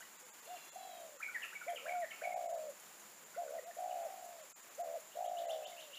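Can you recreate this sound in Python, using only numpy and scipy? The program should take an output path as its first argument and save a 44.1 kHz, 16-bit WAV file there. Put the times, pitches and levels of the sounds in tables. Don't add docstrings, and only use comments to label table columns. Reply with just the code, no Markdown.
import sys
import numpy as np
from scipy import signal
from scipy.fft import rfft, irfft, dct
from scipy.io import wavfile
from scipy.ndimage import uniform_filter1d

SR = 44100
rng = np.random.default_rng(int(sys.argv[2]) if len(sys.argv) > 2 else 0)


def linear_from_db(decibels):
    return 10 ** (np.asarray(decibels, float) / 20)


def inscribe(sig):
    pcm = np.round(np.clip(np.atleast_2d(sig).T, -1, 1) * 32767)
    wavfile.write(sys.argv[1], SR, pcm.astype(np.int16))


N = 263718

# (frequency [Hz], level [dB])
DRONE_LEVEL = [(0, -79.5), (1.299, -80), (1.6, -78), (3.2, -75), (3.599, -80), (5.98, -81)]
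DRONE_COLOUR = [(100, -49), (160, -5.5), (185, -9), (210, 0.5), (240, -14.0), (330, -15), (450, -30.5)]

# (centre [Hz], width [Hz], level [dB])
INSECT_BANDS = [
    (7200, 610, -65.0),
    (6970, 830, -67.5),
]

# (frequency [Hz], level [dB per Hz])
HISS_COLOUR = [(25, -31), (60, -29), (105, -17.5), (165, -17), (210, -15), (260, -8), (700, -1.5),
               (1300, -3), (2200, -5), (4000, -10.5), (6000, -10.5), (8600, -12), (12000, -9.5),
               (12800, -15), (14300, -8.5)]
HISS_DB = -57.5
PUFF_COLOUR = [(2500, -37), (5500, 29), (6500, 47.5), (8500, 32), (11500, 43.5), (13000, 19), (15000, -69)]
PUFF_TICKS = [0, 4, 9, 13, 15, 20, 24, 29, 34, 35, 40, 45, 50, 54, 56, 60, 70, 75, 76, 81, 85, 90, 95, 96,
              100, 105, 110, 114, 116]
CLOCK_S, FIRST_TICK_S, PUFF_DB = .05, .004, -60.5

# (time [s], bar over the hiss
# [dB])
THIN_MOMENTS = [(.18, 4), (.243, 4), (.412, 5), (.71, 6.5), (1.183, 4), (2.354, 7), (2.48, 6), (2.527, 4),
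                (2.568, 5), (3.25, 4), (3.656, 5), (4.038, 4), (4.274, 3), (4.423, 4), (4.617, 3),
                (4.698, 4), (4.829, 7), (5.278, 5), (5.47, 7), (5.659, 6.5),
                (.308, 7),
    (.325, 7),
    (4.535, 8),
    (4.552, 7),
]
# (frequency [Hz], added level [dB])
BAR_SHAPE = [(300, 4), (1200, -3), (2500, -1), (4500, 2), (6200, 2), (7200, -2), (8500, 2), (15000, 1)]

# (time [s], fundamental [Hz], level [dB])
WHISTLE = [(.45, 690, -75), (.5, 702, -69), (.62, 687, -68), (.75, 685, -69), (.88, 660, -66),
           (1.0, 632, -67.5), (1.09, 624, -77.5)]
# (multiple [number], level at the start [dB], level at the end [dB])
WHISTLE_OVERTONES = [
    (4, 6, -10),
    (5, -1.5, -1.5),
    (6, -4, 2.5),
]

# (time after the start [s], pitch [Hz], level [dB])
NOTE_SHAPES = dict( rise=[(0, 1160, -7), (.012, 1640, 5), (.024, 2450, -6)], hook=[(0, 2573, -14),
               (.008, 2345, 4), (.02, 2240, 5.5), (.034, 2297, -22)], drop=[(0, 1703, -23), (.01, 1574, 4),
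               (.024, 1340, -9.5)], slide=[(0, 2195, 3.5), (.016, 1939, 3), (.03, 1750, -4),
               (.045, 1600, -44)], whip=[(0, 3205, -9.5), (.01, 2880, 0.5), (.017, 2580, 0.5),
               (.023, 2030, -3)], pip=[(0, 1496, -17), (.012, 1400, 8.5), (.026, 1310, -16)],
               chirp=[(0, 2660, -3.5), (.015, 3086, -1), (.022, 3500, -2.5), (.027, 4265, -9),
               (.031, 6060, -10), (.032, 3000, -11), (.043, 3740, -7.5), (.05, 4100, -29)],
               lead=[(0, 2672, -1), (.015, 2858, 1), (.024, 3050, 3), (.036, 2750, -6)],
               lift=[(0, 1489, -4), (.018, 1510, -7), (.024, 1970, -3.5), (.04, 2050, -24)])
# (note [name], time after the start [s], part [name], level [dB], starting pitch [Hz])
PHRASE = [
    ("rise", 0, "head", -6.5, 1150),
    ("hook", .023, "head", 0, 2540),
    ("drop", .079, "tail", -4, 1630),
    ("slide", .146, "slide", 0, 2110),
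    ("whip", .225, "tail", 0, 3220),
    ("pip", .24, "tail", -14, 1430),
]
# (start [s], stretch [ratio], head level [dB], slide level [dB], tail level [dB])
REPEATS = [
    (1.2, 0.98, -47, -45.5, -46.5),
    (1.523, 1.043, -50.5, -57, -46),
    (1.855, 1.105, -47.5, -53, -52),
    (2.207, 1.12, -49.5, -93, -95),
]
# (time [s], level [dB], grace note level [dB])
CHIRPS = [
    (5.116, -63.5, -90),
    (5.241, -62.5, -90),
    (5.367, -55.5, -90),
    (5.491, -52.5, -90),
    (5.645, -54, -63),
    (5.786, -55, -60),
    (5.93, -53.5, -65.5),
]
CHIRP_HZ, GRACE_HZ, GRACE_S = 2716, 2564, .022
# (note [name], time [s], level [dB], starting pitch [Hz])
STRAYS = [("lift", 0.00414, -53.5, 1512), ("pip", 0.0069, -70, 3230), ("whip", .558, -62, 3160),
          ("pip", 1.411, -54.5, 2004), ("pip", 1.672, -57, 2400), ("whip", 1.685, -64, 3750),
          ("pip", 2.035, -52.5, 1934), ("pip", 2.106, -55.5, 2353), ("pip", 2.305, -61, 2330),
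          ("pip", 3.336, -63, 1544), ("slide", 3.351, -68, 2100), ("pip", 3.47, -66, 1580),
          ("pip", 3.576, -63, 2084), ("pip", 3.701, -68, 1930), ("whip", 3.9, -64.5, 3210),
          ("pip", 5.44, -69, 2100), ("pip", 5.71, -69, 2350), ("lead", 5.96, -58, 2660)]
SCATTER_DB_PER_OCTAVE = 2.5

# (start [s], wait for second swell [s], clean hold [s], effort [dB], dip [dB])
OPENERS = [
    (1.66, .265, .117, -39.5, -24.5),
    (3.358, 0.22, .014, -39.5, -10),
    (4.774, .18, 0.0194, -39.5, -6),
]
# (start [s], length [s], effort [dB], top [Hz], last [Hz])
NEAR_PURRS = [
    (2.212, .512, -42.3, 708.6, 571),
    (3.76, .33, -43, 710.6, 647),
    (5.147, .545, -42, 700, 575),
]
FAR_PURRS = [
    (.725, 0.46, -52.5, 743.6, 537),
    (3.92, .535, -51.5, 758, 598),
    (5.44, .5, -53.5, 757.6, 529),
]
# (start [s], climb [s], hold [s], effort [dB], top [Hz])
HOOTS = [
    (.19, 0.041, 0.025, -63.5, 512),
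    (0.444, 0.06, 0.0444, -45.5, 726),
    (3.599, .082, .012, -46, 710),
]
# sag curve [power], pitch where it weakens [Hz], fading below it [dB per Hz],
# trill (first, last) [pulses per s], loss of trill depth [share], catch of breath [dB]
NEAR_STYLE = dict(power=1.9, weak_hz=637, db_per_hz=0.09, trill=(54, 68), loss=0.457, catch_db=-0.5)
FAR_STYLE = dict(power=1.9, weak_hz=670, db_per_hz=.05, trill=(40, 74), loss=0.647, catch_db=-6)
# (time [s], width [s], trill depth lost
# [share], swell [dB])
FILLS = [(2.5, 0.0094, .6, .4), (2.61, .022, .5, 1.2), (2.69, .02, .4, 2.2), (3.815, 0.032, .4, 1.5),
         (4.0, .02, .35, -.4), (4.06, .013, .35, 2.5), (5.375, 0.034, 0.51, .4), (5.53, .04, .3, 2.2),
         (5.66, .045, .1, -6.5)]

ATTACK_S, SHUT_HZ, ONSET_DB, END_DB = 0.02483, 465.5, -15, -26
TOP_HZ, DIP_PITCH, DIP_SCALE_DB = 699, 0.38, 10
SWELL_HZ_PER_S, SWELL_DB = 650, -2
HUMP_SHARE, SNAP_S = 0.117, .012
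QUICK_TRILL = 74
PURR_RISE_S, PURR_FALL_S, HOOT_FALL_S = 0.01305, 0.0324, 0.0365
CATCH_S, CATCH_WIDTH_S = 0.075, 0.016


def read(points, hz):
    f, value = np.transpose(points)
    return np.interp(np.log(hz + 1), np.log(f + 1), value)


def evened(x):
    return x / np.sqrt(np.mean(x ** 2) + 1e-20)


def add(mix, s, sound):
    part = mix[round(s * SR):][:len(sound)]
    part += sound[:len(part)]


def unroll(rows):
    s, *columns = np.transpose(rows)
    t = np.arange(s[0], s[-1], 1 / SR)
    return s[0], [np.interp(t, s, c) for c in columns]


def coloured(spectrum):
    gain = linear_from_db(read(spectrum, np.fft.rfftfreq(N, 1 / SR)))
    return evened(irfft(rfft(rng.standard_normal(N)) * gain, N))


def drift(hz):
    return evened(signal.lfilter([1], [1, -np.exp(-2 * np.pi * hz / SR)], rng.standard_normal(N)))


def woods(x, t60, wet_db, echoes, blur_db):
    t = np.arange(SR // 2) / SR
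    taps = rng.choice([-1., 1.], len(t)) * (rng.random(len(t)) < .05)
    tail = taps * linear_from_db(-60 * t / t60) * np.clip(t / 0.024, 0, 1)
    blur = taps * linear_from_db(-60 * t / 0.069)
    arrival = linear_from_db(blur_db) * blur / np.linalg.norm(blur)
    arrival[0] = 1
    path = linear_from_db(wet_db) * tail / np.linalg.norm(tail) + arrival
    for s, echo_db in echoes:
        add(path, s, linear_from_db(echo_db) * arrival)
    return signal.fftconvolve(x, path)


def drone():
    s, level_db = np.transpose(DRONE_LEVEL)
    return linear_from_db(np.interp(np.arange(N) / SR, s, level_db)) * coloured(DRONE_COLOUR)


def insects():
    hz = np.fft.rfftfreq(N, 1 / SR)
    hum = np.zeros(N)
    for centre, width, level_db in INSECT_BANDS:
        resonance = 1 + (2 * (hz - centre) / width) ** 2
        hum += linear_from_db(level_db) * evened(irfft(rfft(rng.standard_normal(N)) / resonance, N))
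    return hum * linear_from_db(0.11 * drift(6.2))


def camera():
    gate = np.zeros(N)
    puff = linear_from_db(PUFF_DB) * signal.windows.tukey(round(0.018 * SR), .3)
    for tick in PUFF_TICKS:
        add(gate, max(FIRST_TICK_S + CLOCK_S * tick - .008, 0), puff)
    hiss = linear_from_db(HISS_DB + 0.75 * drift(2.6)) * coloured(HISS_COLOUR)
    return hiss + gate * coloured(PUFF_COLOUR)


def whistler():
    start, (hz, level_db) = unroll(WHISTLE)
    count = len(hz)
    angle = 2 * np.pi * np.cumsum(hz * (1 + 0.0024 * drift(21)[:count])) / SR
    mix = np.zeros(N)
    for k, first_db, last_db in WHISTLE_OVERTONES:
        waver_db = 4 * drift(30)[:count]
        loudness = linear_from_db(level_db + np.linspace(first_db, last_db, count) + waver_db)
        add(mix, start, loudness * np.sin(k * angle))
    return mix


def small_bird_notes():
    song, chirps = [], []
    for start, stretch, head_db, slide_db, tail_db in REPEATS:
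        part_db = dict(head=head_db, slide=slide_db, tail=tail_db)
        for note, s, part, db, hz in PHRASE:
            song.append((note, start + stretch * s, db + part_db[part], hz))
    for s, db, grace_db in CHIRPS:
        chirps.append(("chirp", s, db, CHIRP_HZ))
        chirps.append(("lead", s - GRACE_S, grace_db, GRACE_HZ))
    return song + chirps + STRAYS


def songbirds():
    mix = np.zeros(N)
    for note, s, level_db, start_hz in small_bird_notes():
        _, (hz, shape_db) = unroll(NOTE_SHAPES[note])
        pitch = hz * start_hz / hz[0]
        husk = evened(uniform_filter1d(rng.standard_normal((2, 3000)), size=110))[:, :len(hz)]
        tone = np.sqrt(2) * np.sin(2 * np.pi * np.cumsum(pitch * (1 + .022 * husk[0])) / SR)
        tone *= linear_from_db(level_db + shape_db + 2.5 * husk[1]) * signal.windows.tukey(len(hz), .15)
        wet_db = -3.0 + SCATTER_DB_PER_OCTAVE * np.log2(pitch.mean() / 2200)
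        add(mix, s, woods(tone, 0.53, wet_db, [(.028, -15), (.075, -16.5)], -5.0))
    return signal.sosfilt(signal.butter(4, 800, "highpass", fs=SR, output="sos"), mix)


def hoot(start, climb, hold, effort_db, top_hz):
    end = climb + hold
    # (s, dB, pitch as a share of the top, trill depth)
    rows = [(0, -15, 0.4, 1.1), (0.604 * climb, -10.5, .88, .7), (climb, -1.5, .995, .03),
            (end, 0, 1.0, .1), (end + 0.49 * HOOT_FALL_S, -9, .89, .6), (end + HOOT_FALL_S, -30, .73, .5)]
    return [(start + s, effort_db + db, top_hz * pitch, QUICK_TRILL, depth) for s, db, pitch, depth in rows]


def opener(start, swell, hold, effort_db, dip_db):
    low = 1 - DIP_PITCH * (1 - np.exp(-(dip_db / DIP_SCALE_DB) ** 2))
    swell_hz = TOP_HZ * .92 + SWELL_HZ_PER_S * hold
    end = swell + hold
    held = 0.7 * np.exp(-hold / 0.027)
    hump = ATTACK_S + HUMP_SHARE * swell
    clear_db = -.4 - 5.9 * held
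    rows = [  # (s, dB, Hz, trill depth)
        (0, ONSET_DB, SHUT_HZ, .2),
        (ATTACK_S, 0, TOP_HZ, 0),
        (hump, -1.5, TOP_HZ, .04),
        (hump + SNAP_S, -3.5, .97 * TOP_HZ, .95),
        (.41 * swell, 0.46 * dip_db - 4.5, TOP_HZ * (low + 0.101), .98),
        (.55 * swell, dip_db, TOP_HZ * low, .9),
        (.8 * swell, -5, .91 * TOP_HZ, .85),
        (swell, SWELL_DB, swell_hz, .75),
        (swell + 0.19 * hold, clear_db, swell_hz, held),
        (end - 0.23 * hold, clear_db, .97 * swell_hz, held),
        (end, clear_db + 1.2, 0.876 * swell_hz, held),
        (end + SNAP_S, END_DB, SHUT_HZ, held)]
    return [(start + s, effort_db + db, hz, QUICK_TRILL, depth) for s, db, hz, depth in rows]


def purr(start, length, effort_db, top_hz, last_hz, power, weak_hz, db_per_hz, trill, loss, catch_db,
         fills=()):
    s = np.linspace(0, length, num=120)
    share = s / length
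    rise = np.exp(-s / PURR_RISE_S)
    shut = np.clip((s - length) / PURR_FALL_S + 1, 0, 1)
    sag_hz = top_hz - (top_hz - last_hz) * share ** power
    catch = np.exp(-((length - CATCH_S - s) / CATCH_WIDTH_S) ** 2)
    db = effort_db + ONSET_DB * rise + END_DB * shut ** 2.3 + catch_db * catch
    db -= db_per_hz * np.maximum(weak_hz - sag_hz, 0)
    hz = sag_hz + (SHUT_HZ - sag_hz) * np.maximum(rise, shut)
    filled, swell_db = np.zeros((2, len(s)))
    for at, width, depth_lost, fill_db in fills:
        bump = np.exp(-((start + s - at) / width) ** 2)
        filled += depth_lost * bump
        swell_db += fill_db * bump
    depth = 1.05 - loss * share ** power - filled
    return np.transpose([start + s, db + swell_db, hz, np.interp(share, [0, 1], trill), depth])


def coo(rows, sweep, jitter, uneven_db):
    start, (effort_db, hz, rate, depth) = unroll(rows)
    depth = np.clip(depth, 0, 1)
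    turns = np.cumsum(rate * (1 + jitter * drift(27.3)[:len(hz)])) / SR
    pulse = turns.astype(int)
    u = turns % 1
    size, lift, shoulder, slip = rng.standard_normal((99, 4))[pulse].T
    opening = np.interp(u, [0, .15, .38, .6, .92, 1], [0, .25, 1, .5, 0, 0])
    holding = np.interp(u, [0, .5, .78, .92, 1], [0, 0, .3, 0, 0]) * np.clip(1 + .6 * shoulder, 0, 2)
    chopped = 1 - depth + depth * (opening + holding)
    flow = uniform_filter1d(chopped * linear_from_db(uneven_db * depth * size), size=50)
    flow /= np.sqrt(1 - 0.71 * depth)
    arch = np.interp(u, [0, .2, .4, .6, .8, 1], [-.4, -.4, 0, .32, .15, -.2]) + .06 * lift
    glide = uniform_filter1d(1 + sweep * depth * arch, size=60)
    restart = np.diff(pulse, prepend=0) * np.clip(2 * depth - .7, 0, 1) * (1 + .25 * slip)
    angle = 2 * np.pi * np.cumsum(hz * glide) / SR
    angle += np.pi * np.cumsum(uniform_filter1d(restart, size=70))
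    voice = np.sqrt(2) * (np.sin(angle) + linear_from_db(-33) * np.sin(2 * angle))
    return start, linear_from_db(effort_db) * flow * voice * signal.windows.tukey(len(u), .025)


def doves():
    near, far = np.zeros((2, N))
    near_coos = [opener(*row) for row in OPENERS]
    near_coos += [purr(*row, **NEAR_STYLE, fills=FILLS) for row in NEAR_PURRS]
    far_coos = [hoot(*row) for row in HOOTS] + [purr(*row, **FAR_STYLE) for row in FAR_PURRS]
    for rows in near_coos:
        add(near, *coo(rows, sweep=.27, jitter=.09, uneven_db=1.2))
    for rows in far_coos:
        add(far, *coo(rows, sweep=.2, jitter=.09, uneven_db=1.8))
    both = woods(near, .45, -21, [(.08, -26)], -17) + woods(far, .45, -19, [(.03, -24)], -19)
    crop = signal.butter(4, [455, 900], "bandpass", fs=SR, output="sos")
    return signal.sosfilt(crop, both[:N])


def scene():
    mix = drone() + insects() + camera() + whistler() + songbirds() + doves()
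    return np.tile(mix, (2, 1))


def thinned(x):
    size = 1500
    size_steps = np.arange(size)
    window = np.sin(np.pi * (size_steps + .5) / size)
    hz = np.linspace(0, SR / 2, size)
    bar = linear_from_db(HISS_DB + read(BAR_SHAPE, hz)) * evened(linear_from_db(read(HISS_COLOUR, hz))) * .71
    out = x.copy()
    for s, over_db in THIN_MOMENTS:
        at = round(s * SR) - size // 2
        limit = bar * linear_from_db(over_db)
        lines = dct(x[at:at + size] * window, 4, norm="ortho")
        weak = lines / (1 + (abs(lines) / limit) ** 16)
        grown = .3 * (lines - weak) * (abs(lines) < 2 * limit)
        add(out, at / SR, window * dct(grown - weak, 4, norm="ortho"))
    return out


def roll_off(x):
    return signal.sosfilt(signal.butter(12, 16550, fs=SR, output="sos"), x)


def record(dry):
    treble_cut = signal.firwin(511, 15330, window=("kaiser", 9), fs=SR)
    mono = signal.oaconvolve(thinned(dry[0]), treble_cut, "same")
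    return roll_off(np.tile(mono, (2, 1)))


dry = scene()
out = record(dry)
inscribe(out)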